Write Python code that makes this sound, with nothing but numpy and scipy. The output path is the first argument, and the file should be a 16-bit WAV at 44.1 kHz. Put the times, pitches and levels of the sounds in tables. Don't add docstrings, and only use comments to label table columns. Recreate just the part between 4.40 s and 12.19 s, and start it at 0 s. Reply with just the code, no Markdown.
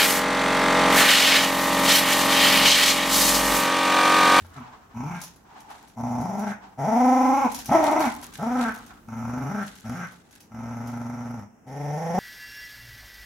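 import sys
import numpy as np
from scipy import signal
from scipy.fft import rfft, irfft, next_fast_len
from scipy.io import wavfile
from scipy.ndimage import uniform_filter1d, map_coordinates

SR = 44100
rng = np.random.default_rng(int(sys.argv[2]) if len(sys.argv) > 2 else 0)


def transcribe(signal):
    frames = np.atleast_2d(signal).T
    limited = np.clip(frames, -1, 1)
    pcm = np.round(limited * 32767).astype(np.int16)
    wavfile.write(sys.argv[1], SR, pcm)


N = 343539
TIME = np.arange(N) / SR

# f/Hz, width/Hz, relative level/dB
CLAW_RINGING = [(2370, 1040, -0.5), (4740, 1640, 1.5), (6170, 1560, 5), (10800, 1180, 5.5),
                (13300, 3900, -2.5)]


def from_db(db):
    return 10 ** (np.asarray(db) / 20)


def rms_one(x):
    return x / np.sqrt(np.mean(x ** 2) + 1e-20)


def in_time(rows):
    s, *columns = np.transpose(rows)
    return [np.interp(TIME, s, column) for column in columns]


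def at_hz(points, hz):
    f, value = np.transpose(points)
    return np.interp(np.log(np.maximum(hz, 1)), np.log(f), value)


def drift(rate):
    knots = rng.standard_normal(8000)
    return rms_one(map_coordinates(knots, [TIME * rate], order=1, mode="wrap"))


def cut(x, hz, kind, order=4):
    return signal.sosfilt(signal.butter(order, hz, kind, fs=SR, output="sos"), x + 1e-18)


def resonate(x, modes):
    out = 0
    for k, (hz, width, db) in enumerate(modes):
        r = np.exp(-np.pi * width / SR)
        top = [(1 - r * r) / 2, 0, (r * r - 1) / 2]
        bottom = [1, -2 * r * np.cos(2 * np.pi * hz / SR), r * r]
        out = out + (-1) ** k * from_db(db) * signal.lfilter(top, bottom, x + 1e-18)
    return out


def sliding(x, modes, ratio):
    stretched = np.cumsum(ratio)
    slow = np.interp(np.arange(int(stretched[-1])), stretched, x)
    return np.interp(stretched, np.arange(len(slow)), resonate(slow, modes))


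def swish(s, rise_s, fade_s):
    return np.exp(-np.maximum((s - TIME) / rise_s, (TIME - s) / fade_s))


def even(x):
    power = uniform_filter1d(uniform_filter1d(x ** 2, size=1800), size=1200)
    return x / np.sqrt(np.maximum(power, 1e-14))


def diffuse(colour, size=N):
    # f/Hz, likeness/0-1
    likeness = [(60, 1), (250, 0.7), (600, 0.24), (1200, 0.21), (4000, 0), (9000, 0), (15000, 1)]
    length = next_fast_len(size)
    hz = np.fft.rfftfreq(length, 1 / SR)
    mid, side = rfft(rng.standard_normal((2, length))) * from_db(at_hz(colour, hz))
    alike = np.clip(at_hz(likeness, hz), -1, 1)
    left_right = np.sqrt(1 + alike) * mid + np.sqrt(1 - alike) * side * [[1], [-1]]
    return irfft(left_right)[:, :size]


def ambience(level_db=-57.5):
    # f/Hz, relative level per Hz/dB
    quiet_colour = [(35, -38), (60, -10.5), (107, -6), (216, 1.5), (345, -6), (647, -10.5), (799, -6),
                    (1030, -13.5), (1460, -14.5), (2810, -26.5), (4380, -53), (5530, -23.5), (9460, -36),
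                    (15800, -40)]
    return from_db(level_db) * rms_one(diffuse(quiet_colour))


def room(x, gap_s=0.0025, early_db=4, early_s=0.007):
    # f/Hz, time/s
    dying_time = [(100, 0.28), (300, 0.63), (1000, 0.33), (4000, 0.34), (14000, 0.15)]
    # f/Hz, level/dB
    send_level = [(100, -4), (300, -9.5), (800, -5), (2000, 3.5), (6000, 1.5), (14000, -5)]
    t = TIME[:SR * 2 // 3]
    noise, tail = diffuse([(20, 0), (20000, 0)], size=len(t)), 0
    shape = np.clip(t / gap_s - .5, 0, 1) * (1 + from_db(early_db) * np.exp(-t / early_s))
    edges = 60 * 2. ** np.arange(9)
    for low, high in zip(edges, edges[1:]):
        hz = np.sqrt(low * high)
        decay = shape * np.exp(-np.log(1000) * t / at_hz(dying_time, hz))
        band = cut(noise, [low, high], "band", order=3) * decay / np.linalg.norm(decay)
        tail = tail + band * from_db(at_hz(send_level, hz))
    return signal.fftconvolve(x[None], tail, axes=1)[:, :N]


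def tread():
    # t/s, level/dB
    rumble_level = [(0.0, -54), (0.3, -60), (2.0, -65), (3.3, -49), (4.2, -52), (4.8, -57.5), (7.79, -77)]
    # f/Hz, relative level per Hz/dB
    rumble_colour = [(20, -56), (35, -17), (52, -6.5), (85, -11), (130, -14.5), (300, -17), (1000, -43)]
    return from_db(in_time(rumble_level)[0]) * rms_one(diffuse(rumble_colour))


def thump(rise_s=0.0044):
    # t/s, f/Hz, level/dB, fade/s
    landing = (0.02, 87.5, -41, 0.1)
    s, hz, db, fade_s = landing
    return from_db(db) * swish(s, rise_s, fade_s) * np.sin(2 * np.pi * hz * TIME)


def scuffs(tug, level_db=1, grain_db=3, tug_db=-8, snags_per_s=30, snag_db=16, snag_s=0.0011):
    # t/s at the peak, relative level/dB, fade/s
    scuff_rows = [(0.01, -56.5, 0.071), (.17, -56, 0.018), (.81, -48.5, .07), (1.21, -60, 0.022),
                  (1.33, -56.5, 0.15), (1.44, -58, 0.071), (2.1, -48.5, 0.028), (3.13, -45, 0.26),
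                  (3.46, -38, 0.078), (3.63, -38.5, 0.1), (3.84, -45.5, 0.059), (3.95, -50.5, 0.24),
                  (4.21, -43.5, .13), (4.47, -56.5, 0.097), (5.27, -49, 0.18), (5.7, -57, .15),
                  (5.95, -55, 0.058), (6.51, -61.5, 0.099), (7.79, -108, 0.071)]
    # f/Hz, relative level per Hz/dB
    rub_colour = [(880, -25), (1500, 0), (2340, -7), (3860, -5), (5290, -11.5), (6910, -8.5), (8490, -11.5),
                  (11300, -16), (15000, -32.5), (15800, -50)]
    rise_s = 0.047
    strokes = np.max([from_db(db) * swish(s, rise_s, fade_s) for s, db, fade_s in scuff_rows], axis=0)
    level = np.hypot(from_db(level_db) * strokes, from_db(tug_db) * tug)
    rub = rms_one(diffuse(rub_colour) * from_db(grain_db * drift(250)))
    catches = (rng.random(N) < snags_per_s / SR) * rng.random(N)
    snag_level = signal.lfilter([1], [1, -np.exp(-1 / (snag_s * SR))], catches + 1e-18)
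    snags = snag_level * rng.standard_normal(N)
    return level * (rub + from_db(snag_db) * resonate(snags, CLAW_RINGING))


def claws(level_db=0, touch_s=0.001, tick_s=0.0024, skid_s=0.027, skid_db=-14):
    # t/s, burst level before ringing/dB, extra level of the low knock/dB
    claw_rows = [(0.0465, -60.5, 22), (0.8149, -34.5, 3), (0.8355, -36.5, 0.5), (0.9596, -55.5, 10),
                 (1.2023, -52, -10), (1.302, -50, -10), (1.4812, -52.5, -1), (1.81, -44.5, -19),
                 (1.9932, -42.5, -6), (3.1175, -36, -8), (3.1449, -30, -2.5), (3.1881, -34.5, -2),
                 (3.257, -33.5, -3), (3.4481, -43, -7), (3.6038, -31, 12), (3.6541, -37, -13),
                 (3.827, -41, 8.5), (3.9368, -43, -15), (4.34, -47, -19), (4.462, -49.5, 1),
                 (5.264, -44, 6), (5.3518, -49.5, -4), (5.7198, -52.5, 13), (5.9089, -54, 3),
                 (6.0037, -46.5, -11), (6.472, -45, -8)]
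    # f/Hz, width/Hz, relative level/dB
    board_ringing = [(820, 470, 7.5), (1340, 1700, -1.5)]
    t = TIME[:SR // 12]
    shape = (1 - np.exp(-t / touch_s)) * (np.exp(-t / tick_s) + from_db(skid_db) * np.exp(-t / skid_s))
    ticks, knocks = np.zeros((2, N + len(t)))
    for s, db, knock_db in claw_rows:
        burst = from_db(db) * rng.standard_normal(len(t)) * shape / shape.max()
        i = int(s * SR)
        ticks[i:i + len(t)] += burst
        knocks[i:i + len(t)] += burst * from_db(knock_db)
    return from_db(level_db) * (resonate(ticks, CLAW_RINGING) + resonate(knocks, board_ringing))[:N]


def snuffles(level_db=-4, nose_db=-5, nose_width_hz=260, flicker_db=2):
    # t/s at the peak, relative level/dB, fade/s, nasal resonance f/Hz
    puff_rows = [(0.166, -46, 0.21, 1220), (.27, -46.5, 0.16, 880), (0.519, -53, 0.077, 1130),
                 (1.092, -51.5, 0.1, 920), (1.164, -44.5, 0.095, 856), (1.315, -41.5, 0.072, 840),
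                 (1.45, -49, 0.022, 866), (2.24, -46, 0.069, 875), (3.73, -45.5, .13, 930),
                 (3.89, -49.5, 0.074, 1090), (4.37, -44, .07, 1210), (4.51, -49, 0.066, 1340)]
    # f/Hz, relative level per Hz/dB
    nose_colour = [(180, -49), (300, -5), (384, -30), (417, -8), (506, -22), (656, -9), (753, -6),
                   (1220, -10), (1520, -10.5), (1970, -15.5), (8000, -30.5), (10400, -62), (17600, -120)]
    rise_s = 0.036
    puffs = np.array([from_db(db) * swish(s, rise_s, fade_s) for s, db, fade_s, hz in puff_rows])
    level = puffs.max(axis=0)
    centre_hz = in_time(puff_rows)[-1]
    middle_hz = np.mean(centre_hz)
    air = diffuse(nose_colour)
    resonance = [(middle_hz, nose_width_hz, 0)]
    nose = np.array([sliding(side, resonance, centre_hz / middle_hz) for side in air])
    breath = from_db(level_db) * rms_one(air) + from_db(nose_db) * rms_one(nose)
    return level * from_db(flicker_db * drift(57)) * breath


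def gesture():
    # t/s, f/Hz
    pitch_curves = [
        [(.16, 143.3), (.23, 112)],
        [(.54, 111.3), (.62, 127.1), (.67, 151), (.7, 179.5), (.84, 164.9)],
        [(1.57, 117.5), (1.82, 122.4), (1.85, 178.7), (2.04, 212.2), (2.17, 181.3)],
        [(2.38, 132.2), (2.44, 143), (2.48, 210.6), (2.61, 250.6), (2.9, 260.2), (2.97, 274.7), (3.04, 265.3),
         (3.1, 167.9)],
        [(3.285, 125.1), (3.305, 145), (3.322, 293.2), (3.37, 329.4), (3.43, 302.8), (3.49, 291.5),
         (3.56, 308.8), (3.63, 311.6), (3.7, 198.4)],
        [(3.99, 139.2), (4.04, 222.8), (4.12, 249), (4.19, 252.3), (4.34, 201.9)],
        [(4.68, 109.6), (4.92, 119.3), (5.08, 137), (5.12, 202.1), (5.2, 207.7), (5.27, 152.6)],
        [(5.44, 109.3), (5.53, 119.8), (5.56, 179.8), (5.62, 180.8), (5.69, 158.8)],
        [(6.11, 111.1), (6.25, 116.4), (6.6, 119.4), (6.95, 118.2), (7.05, 93.9)],
        [(7.26, 128.1), (7.36, 140.3), (7.5, 146.1), (7.62, 162.4), (7.73, 169.8), (7.79, 194.6)],
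    ]
    # chest/dB, mouth/dB,
    # lips/dB, palate/dB, teeth/dB; baring of the teeth at the end/dB, roughness at the top pitch/0-1,
    # mouth frequency ratio at the start, the same at the end, throat resonance/dB
    growl_rows = [ (0.152, 0.085, 5, -36.5, -40.5, -41.5, -52, -64, -2, 0.9, 0.99, 1.7, -27),
                  (0.536, 0.27, 5, -32, -37, -50.5, -53.5, -56.5, 11, 0.61, 1.19, 1.05, -19),
                  (1.559, 0.59, -0.5, -30, -30.5, -48.5, -55, -54, 15.5, 0.37, 1.025, 0.99, -12.5),
                  (2.373, 0.72, 5.5, -25.5, -19.5, -39, -43, -47.5, 4.5, .1, 0.98, 1.133, -10.5),
                  (3.278, 0.43, 0, -24.5, -20, -34.5, -38, -46.5, 4.5, .37, 0.98, 1.07, -19),
                  (3.981, 0.35, -3.5, -30, -29, -38, -49.5, -54, 12, 0.23, 0.99, 1.04, -8.5),
                  (4.667, 0.595, 8.5, -32, -37.5, -42.5, -53, -55.5, 8.5, .32, 1.094, 0.94, -7),
                  (5.434, 0.25, 1, -33, -40.5, -44.5, -52.5, -54, 11, 0.47, 0.98, 1.06, -6.5),
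                  (6.108, 0.95, -2, -36, -41.5, -47.5, -56, -59, -3.5, .54, 1.045, 1.0, -6.5),
                  (7.258, 0.73, 14, -31, -30, -51, -48, -52.5, -7, .17, 0.94, 0.88, -2)]
    # t/s, extra effort/dB, half length/s
    push_rows = [(2.666, 3, 0.17), (3.344, 9, 0.033), (4.205, 3.5, 0.069), (7.79, 7, 0.046)]
    attack_s, release_s = 0.017, 0.034
    onset_db, onset_share = 10.5, 0.084
    sag_db, sag_s = 7, 0.057
    chest_follows, rasp_follows = 0.84, 0.69
    baring_s, lips_follow = 0.12, 0.084
    palate_baring, teeth_baring = 0.96, 0.13
    lip_ratio = 1.012
    rough_power = 1.4

    rows = np.array(growl_rows)
    which = np.maximum(np.searchsorted(rows[:, 0], TIME + attack_s) - 1, 0)
    (start, length, swell, chest, mouth, lips, palate, teeth,
     bare, top_rough, jaw_from, jaw_to, throat_db) = rows[which].T
    age, left = np.maximum(TIME - start, 0), np.maximum(start + length - TIME, 0)
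    progress = np.minimum(age / length, 1)
    gate = np.minimum(age / attack_s, 1) * np.minimum(left / release_s, 1)

    effort = swell * (progress - .5)
    effort = effort - onset_db * np.exp(-progress / onset_share) - sag_db * np.exp(-left / sag_s)
    effort = effort + sum(db * np.exp(-((TIME - s) / half_s) ** 2) for s, db, half_s in push_rows)
    baring = bare * np.exp(-(left / baring_s) ** 2)
    rasp = rasp_follows * effort
    levels = gate * from_db([chest + chest_follows * effort,
                             mouth + effort,
                             lips + rasp + baring,
                             palate + rasp + palate_baring * baring,
                             teeth + rasp + teeth_baring * baring])

    pitch, = in_time([point for curve in pitch_curves for point in curve])
    top = np.array([max(hz for s, hz in curve) for curve in pitch_curves])[which]
    rough = np.clip(top_rough * (top / pitch) ** rough_power, 0, 1)
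    jaw = jaw_from + (jaw_to - jaw_from) * progress ** 2
    curl = lip_ratio * from_db(lips_follow * baring)
    return pitch, rough, jaw, curl, from_db(throat_db), levels


def folds(pitch, rough, flutter_hz=24, flutter_swing=.04, flutter_db=2.0, wander=.027, jitter=.075,
          shimmer_db=6.0):
    # f/Hz, relative level/dB
    chest_spectrum = [(90, 2), (120, 3.5), (180, 4.5), (245, 6), (285, -4), (340, -18.5), (420, -14),
                      (540, -33)]
    flutter = np.sin(2 * np.pi * np.cumsum(flutter_hz * (1 + .025 * drift(8))) / SR)
    bend = flutter_swing * flutter + wander * rough * drift(90)
    cycles = np.cumsum(pitch * (1 + bend)) / SR
    at = np.flatnonzero(np.diff(np.floor(cycles)))
    chance = rng.standard_normal((len(at), 2))
    shift = jitter * rough[at] * chance[:, 0] * SR / pitch[at]
    when = np.clip(at + shift, 0, N - 1).astype(int)
    shimmer = shimmer_db * rough[at] * np.clip(chance[:, 1], -2, 2)
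    force = from_db(flutter_db * flutter[at] + shimmer)
    pulses = np.zeros(N)
    pulses[when] = force
    puffs = signal.lfilter([1], [1, -np.exp(-1 / (0.003 * SR))], pulses)
    hum = sum(from_db(at_hz(chest_spectrum, k * pitch)) * np.cos(2 * np.pi * k * cycles)
              for k in range(1, 4))
    hum_force = np.interp(np.arange(N), at, force ** 0.87)
    return even(pulses), even(puffs * rng.standard_normal(N)), even(hum * hum_force)


def growls(pitch, rough, jaw, curl, throat, levels, chest_db=0, mouth_db=-2.76, lips_db=-3.6,
           palate_db=-5.5, teeth_db=-3.5, mouth_air=0.65, lip_air=1.0, palate_air=1.45, teeth_air=3.5):
    # f/Hz before sliding, width/Hz before
    # sliding, relative level/dB
    mouth_modes = [(683, 101, 0.5), (803, 98.7, 1.5), (961, 144, -8)]
    throat_modes = [(520, 247, 0)]
    lip_modes = [(1275, 250, 11), (1511, 180, 1.5)]
    palate_modes = [(1950, 180, 3.5), (2290, 520, -6), (2595, 51, -6), (3589, 820, -17.5)]
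    teeth_modes = [(5610, 860, 6), (6180, 1690, 1), (11100, 1100, -4), (14100, 2300, -12)]
    palate_follows, teeth_follow, palate_ratio = 0.88, 0.2, 1.008

    pulses, air, hum = folds(pitch, rough)
    chest, mouth, lips, palate, teeth = levels
    rough_air = rough * air

    flow = pulses + mouth_air * rough_air
    vowel = sliding(flow, mouth_modes, jaw) - throat * resonate(flow, throat_modes)
    vowel = cut(vowel, [400, 1180], "band")

    lip_snarl = sliding(pulses + lip_air * rough_air, lip_modes, curl)
    lip_snarl = cut(lip_snarl, [1050, 1800], "band", order=2)

    palate_slide = palate_ratio * jaw ** palate_follows
    palate_snarl = sliding(pulses + palate_air * rough_air, palate_modes, palate_slide)
    palate_snarl = cut(palate_snarl, [1700, 3300], "band", order=2)

    hiss = cut(pulses + teeth_air * air, 4810, "high", order=6)
    hiss = sliding(hiss, teeth_modes, jaw ** teeth_follow)

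    out = from_db(chest_db) * chest * hum
    out += from_db(mouth_db) * mouth * even(vowel)
    out += from_db(lips_db) * lips * even(lip_snarl)
    out += from_db(palate_db) * palate * even(palate_snarl)
    return out + from_db(teeth_db) * teeth * even(hiss)


def scene(growl_pan_db=0.55, claw_pan_db=3.0):
    pitch, rough, jaw, curl, throat, levels = gesture()
    voice, feet = growls(pitch, rough, jaw, curl, throat, levels), claws()
    direct = voice * from_db([[growl_pan_db], [-growl_pan_db]])
    direct = direct + feet * from_db([[claw_pan_db], [-claw_pan_db]])
    floor = tread() + thump()
    toy_tug = levels[-1]
    return direct + room(voice + feet) + snuffles() + scuffs(toy_tug) + floor + ambience()


def record(dry):
    cutoff_hz = 15850
    return signal.sosfilt(signal.ellip(12, .2, 80, cutoff_hz, fs=SR, output="sos"), dry)


dry = scene()
out = record(dry)
transcribe(out)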